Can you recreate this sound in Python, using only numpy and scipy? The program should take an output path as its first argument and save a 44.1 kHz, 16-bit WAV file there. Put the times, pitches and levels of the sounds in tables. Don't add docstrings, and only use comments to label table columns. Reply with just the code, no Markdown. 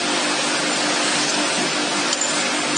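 import sys
import numpy as np
from scipy import signal
from scipy.fft import rfft, irfft
from scipy.io import wavfile
from scipy.ndimage import uniform_filter1d

SR = 44100
rng = np.random.default_rng(int(sys.argv[2]) if len(sys.argv) > 2 else 0)


def bounce(signal):
    frames = np.transpose(np.atleast_2d(signal))
    limited = np.clip(frames, -1, 1)
    pcm = np.round(limited * 32767).astype(np.int16)
    wavfile.write(sys.argv[1], SR, pcm)


def volts_from_db(level):
    exponent = np.asarray(level, float) / 20
    return 10 ** exponent


N = 122157
T = np.arange(N) / SR


def level(x, db):
    return x * volts_from_db(db) / np.sqrt(np.mean(x ** 2))


def band(x, hz, width_hz):
    return signal.lfilter(*signal.iirpeak(min(hz, .45 * SR), hz / width_hz, fs=SR), x)


def ring(x, hz, t60_s):
    r = np.exp(-np.log(1000) / (t60_s * SR))
    w = 2 * np.pi * hz / SR
    return signal.lfilter([0, np.sin(w)], [1, -2 * r * np.cos(w), r * r], x)


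def walk(rate_hz):
    hold = int(SR / rate_hz)
    steps = np.repeat(rng.standard_normal(N // 200), hold)[:N]
    return 1.31 * uniform_filter1d(uniform_filter1d(steps, hold), hold)


def curve(x, table):
    return np.interp(x, *np.array(table).T)


def log_curve(hz, table):
    table_hz, table_db = np.array(table).T
    return np.interp(np.log(hz), np.log(table_hz), table_db)


# [f/Hz, level/dB, t60/s]
GLASS_MODES = [(7120, 5.5, 0.042), (6850, -2, .03), (7190, -8, 0.05), (7380, -9, .015)]
# [f/Hz, level/dB, t60/s]
RAIL_MODES = [(2520, -5, 0.015), (3150, 5, 0.035), (4560, 3, 0.03), (5050, 1, 0.03), (5685, 2, 0.04)]
# [t/s, glass level/dB, rail level/dB]
KNOCKS = [(0.73, -19, -27), (0.757, -28, -34), (.772, -29, -48), (2.1275, -22, -14), (2.1295, -13, -17),
          (2.142, -24, -24), (2.172, -23, -45), (2.188, -21, -35), (2.213, -8, -33), (2.2245, -12, -33.5),
          (2.237, -16, -30), (2.246, -19, -35), (2.253, -16.5, -26), (2.277, -28, -41), (2.286, -21, -39),
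          (2.293, -24, -45), (2.763, -19, -25), (2.766, -13.5, -35)]
CONTACT_S = .0009
CRACK_DB, CRACK_S = 8, 0.005


def clinks():
    out, t = np.zeros(N + SR), np.arange(SR // 8) / SR
    contact = 1 - np.exp(-t / CONTACT_S)
    for start_s, glass_db, rail_db in KNOCKS:
        modes = [(hz, db + glass_db, t60) for hz, db, t60 in GLASS_MODES]
        modes += [(hz, db + rail_db - 1.5, t60) for hz, db, t60 in RAIL_MODES]
        knock = 0
        for hz, db, t60_s in modes:
            phase = 2 * np.pi * (hz * t + 0.078 * rng.random())
            knock = knock + volts_from_db(db - 60 * t / t60_s) * np.sin(phase)
        crack = band(rng.standard_normal(len(t)), 5300.0, 3700.0)
        crack = crack * volts_from_db(rail_db + CRACK_DB) * np.exp(-t / CRACK_S)
        out[int(start_s * SR):][:len(t)] += 0.81 * (knock + crack) * contact
    return out[:N]


# [t/s, length/s, level/dB rms, f/Hz, width/Hz]
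BURSTS = [(.77, .06, -33, 5100, 900), (1.0, .14, -37, 7300, 1200), (1.181, .014, -25, 4900, 1300),
          (1.205, .014, -24, 5100, 900), (1.222, .04, -26, 5400, 1400), (1.27, .048, -23, 6200, 1200),
          (1.29, .034, -24.5, 7500, 1500), (1.272, .048, -22.5, 4700, 1600), (1.308, .014, -29, 3200, 800),
          (1.32, .015, -25, 5000, 1200), (1.336, .026, -24, 5000, 3000), (1.35, .008, -26, 5200, 900),
          (1.378, .025, -28, 2700, 700), (1.27, .035, -26, 350, 250), (1.55, .07, -31, 210, 70),
          (1.62, .05, -29, 390, 90), (2.25, .25, -28.5, 7800, 3600), (2.26, .07, -28, 5300, 1900),
          (2.36, .2, -33, 2450, 700), (2.72, .05, -30, 1400, 900), (.535, .03, -28, 1420, 200),
          (2.02, .08, -33, 540, 80)]
GRAIN_DB, GRAIN_HZ = 2.0, 150


def puffs():
    out = 0
    for start_s, length_s, db, hz, width_hz in BURSTS:
        swell = np.sin(np.pi * np.clip((T - start_s) / length_s, 0, 1) ** .7)
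        noise = band(band(rng.standard_normal(N), hz, width_hz), hz, width_hz)
        noise = noise * volts_from_db(GRAIN_DB * walk(GRAIN_HZ))
        out = out + level(swell * noise, db) * np.sqrt(length_s * SR / N / 2)
    return out


# [order of 50 Hz, level/dB rms, partner motor re first/dB]
HUM_ORDERS = [(3, -45, -10), (4, -46, -10), (5, -37.5, -9), (6, -33, -5), (7, -38, -10), (8, -43, -7),
              (14, -46, -9)]
# [t/s, level/dB]
MOTOR_STRAIN = [(0, 0.5), (.12, 2.5), (.31, -0.5), (.49, -1), (.64, -0.5), (.83, 0), (.93, -1), (1.05, -1),
                (1.2, 1.5), (1.42, 2), (1.54, -5), (1.61, 2.5), (1.72, -5.5), (1.8, 1.5), (2.0, 0),
                (2.2, -3.5), (2.45, -1), (2.77, 1)]
MAINS_HZ = 50.0
SLIP_HZ, BEAT_PEAK_S = 5.3, 1.62
HUM_WOBBLE_DB, HUM_WOBBLE_HZ = 1.4, 14


def motors():
    out = 0
    strain_db = curve(T, MOTOR_STRAIN)
    for order, db, partner_db in HUM_ORDERS:
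        turn = 2 * np.pi * (order * MAINS_HZ * T + rng.random())
        slip = 2 * np.pi * SLIP_HZ * order / 6 * (T - BEAT_PEAK_S)
        gain = np.sqrt(2) * volts_from_db(db + strain_db + HUM_WOBBLE_DB * walk(HUM_WOBBLE_HZ))
        out = out + gain * (np.sin(turn) + volts_from_db(partner_db) * np.sin(turn - slip))
    return out


# [f/Hz, width/Hz, level/dB rms]
GEAR_TONES = [(528, 14, -39.5), (701, 16, -41), (899, 8, -41), (935, 12, -46), (1037, 14, -45),
              (1206, 25, -40.5), (1388, 16, -41), (1745, 16, -42), (2500, 350, -34.5), (2902, 20, -46),
              (3280, 100, -43), (4800, 600, -37), (9308, 8, -50)]


def gears():
    return sum(level(band(rng.standard_normal(N), hz, width_hz), db) for hz, width_hz, db in GEAR_TONES)


# [f/Hz, level/dB per Hz]
MACHINE_COLOUR = [(94, -46.5), (160, -10), (301, -7), (403, -11), (720, -13), (1080, -13.5), (1500, -9),
                  (2050, -12), (2600, -11), (5000, -12.5), (7200, -17), (8800, -14), (9600, -14.5),
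                  (12400, -80.5)]
FLICKER_DB, FLICKER_HZ, DRIFT_DB, DRIFT_HZ = 1.0, 12, 0.28, 3


def wash():
    out = 0
    for hz in 130 * 2 ** np.arange(0, 6.4, 1 / 3):
        noise = band(band(rng.standard_normal(N), hz, hz / 3), hz, hz / 3)
        db = log_curve(hz, MACHINE_COLOUR) + FLICKER_DB * walk(FLICKER_HZ) + DRIFT_DB * walk(DRIFT_HZ)
        out = out + volts_from_db(db) * noise
    return out


RATTLE_PER_S, RATTLE_SPREAD_DB, RATTLE_T60_S = 2500, 3.0, .09
RATTLE_LO_HZ, RATTLE_HI_HZ, RATTLE_MODES = 515.6, 8920, 90


def rattle():
    out = 0
    detune = 1 + .015 * rng.standard_normal(RATTLE_MODES)
    for hz in np.geomspace(RATTLE_LO_HZ, RATTLE_HI_HZ, RATTLE_MODES) * detune:
        struck = rng.random(N) < RATTLE_PER_S / RATTLE_MODES / SR
        size = np.minimum(rng.exponential(size=N), 2)
        hits = struck * volts_from_db(RATTLE_SPREAD_DB * size)
        grains = ring(hits, hz, RATTLE_T60_S) / np.sin(2 * np.pi * hz / SR)
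        out = out + volts_from_db(log_curve(hz, MACHINE_COLOUR)) * np.sqrt(hz) * grains
    return out


# [t/s, level/dB]
MACHINE_LOAD = [(0, -3), (.2, -0.5), (.5, -1.5), (.8, -0.5), (1.1, 0), (1.4, 0), (1.55, -0.5), (1.8, -1.5),
                (2.1, -1), (2.4, -1.5), (2.6, -2), (2.77, -1.5)]
WASH_DB, RATTLE_DB = -21.5, -25


def machinery():
    return (level(wash(), WASH_DB) + level(rattle(), RATTLE_DB)) * volts_from_db(curve(T, MACHINE_LOAD))


ECHO_T60_S, ECHO_DB = .3, -13


def room(near):
    size = SR // 2
    tail = rng.standard_normal(size) * volts_from_db(-60 * np.arange(size) / SR / ECHO_T60_S)
    tail = tail / np.sqrt(np.sum(tail ** 2))
    return signal.fftconvolve(near, tail)[:N] * volts_from_db(ECHO_DB)


def scene():
    near = clinks() + puffs()
    return np.tile(near + room(near) + motors() + gears() + machinery(), (2, 1))


# [t/s, level/dB, release/s]
GAIN_DIPS = [
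    (1.25, -2.5, 0.11),
    (2.131, -4.5, 0.096),
    (2.215, -2.5, 0.08),
]
DUCK_ATTACK_S = 0.0033


def duck(x):
    for start_s, db, release_s in GAIN_DIPS:
        t = np.maximum(T - start_s, 0)
        x = x * volts_from_db(db * (1 - np.exp(-t / DUCK_ATTACK_S)) * np.exp(-(t / release_s) ** 2))
    return x


# [f/Hz, level/dB]
ROUNDING_STEP = [(200, -8), (600, 1.5), (2000, 4.3), (5000, 5), (7200, 7), (9000, 6)]
STEP_SPREAD_DB, ROUNDING = 1.4, .36
FRAME, FRAME_START, PATCH = 1024, 880, 32
OUT_DB = -20.5


def quieten(x):
    pad = np.pad(x, (FRAME, 3 * FRAME), mode="reflect")
    count = len(pad) // FRAME - 1
    n = np.arange(2 * FRAME) + .5
    k = np.arange(FRAME // 2) + .5
    where = np.arange(count)[:, None] * FRAME + np.arange(2 * FRAME)
    window = np.sin(np.pi * n / (2 * FRAME))
    basis = window[:, None] * np.cos(np.pi / FRAME * np.outer(n + FRAME / 2, k))
    parts = pad[where] @ basis
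    loud = np.sqrt(uniform_filter1d(parts ** 2, size=40))
    loud = np.minimum(loud, np.median(loud, axis=0))
    chance = np.repeat(rng.standard_normal((count, FRAME // 32)), 16, axis=1)
    step_db = log_curve(k * SR / (2 * FRAME), ROUNDING_STEP) + STEP_SPREAD_DB * chance
    step = loud * volts_from_db(step_db)
    kept = np.sign(parts) * step * np.floor(abs(parts) / step + ROUNDING)
    out = np.zeros(len(pad))
    np.add.at(out, where, kept @ basis.T)
    return level(out[FRAME:][:N], OUT_DB)


# [f/Hz, share/0-1]
FILL_SHARE = [(4000, 0), (4500, 0), (6000, .08), (7000, 0.2), (8200, .4), (9000, 0.4), (9600, .05)]
FILL_DB, FILL_CLUSTER, FILL_CLUSTER_HZ = 2.5, .5, 8
TOP_HZ = 9620


def fill(x):
    lead = 2 * FRAME - FRAME_START
    pad = np.pad(x, (lead, 3 * FRAME))
    count = len(pad) // FRAME - 1
    window = np.sin(np.pi * (np.arange(2 * FRAME) + .5) / (2 * FRAME))
    where = np.arange(count)[:, None] * FRAME + np.arange(2 * FRAME)
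    spec = rfft(pad[where] * window)[:, :FRAME].reshape(count, -1, PATCH)
    patch_hz = (np.arange(FRAME // PATCH) + .5) * PATCH * SR / (2 * FRAME)
    below_top = np.arange(FRAME) * SR / (2 * FRAME) < TOP_HZ
    cluster = np.exp(FILL_CLUSTER * np.resize(walk(FILL_CLUSTER_HZ)[::FRAME], count))
    share = curve(patch_hz, FILL_SHARE) * cluster[:, None]
    chosen = (rng.random((count, len(patch_hz))) < share)[..., None]
    size = np.sqrt(np.mean(abs(spec) ** 2, axis=2, keepdims=True))
    chosen = chosen & (size < 1.3 * np.median(size, axis=0))
    out = np.zeros((2, len(pad)))
    for ear in out:
        noise = rng.standard_normal(spec.shape) + 1j * rng.standard_normal(spec.shape)
        fresh = size * volts_from_db(FILL_DB) / np.sqrt(2) * noise
        mixed = np.where(chosen, fresh, spec).reshape(count, -1)
        np.add.at(ear, where, irfft(mixed * below_top, 2 * FRAME) * window)
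    return out[:, lead:][:, :N]


def low_pass(x):
    return signal.sosfilt(signal.butter(12, 10610, fs=SR, output="sos"), x)


BASS_CUT_HZ, RUMBLE_DB = 142.7, -55


def record(dry):
    bass_cut = signal.butter(6, BASS_CUT_HZ, "high", fs=SR, output="sos")
    x = signal.sosfilt(bass_cut, dry[0])
    x = x + level(band(rng.standard_normal(N), 100.0, 37.0), RUMBLE_DB)
    mix = fill(quieten(duck(x)))
    return low_pass(mix)


dry = scene()
out = record(dry)
bounce(out)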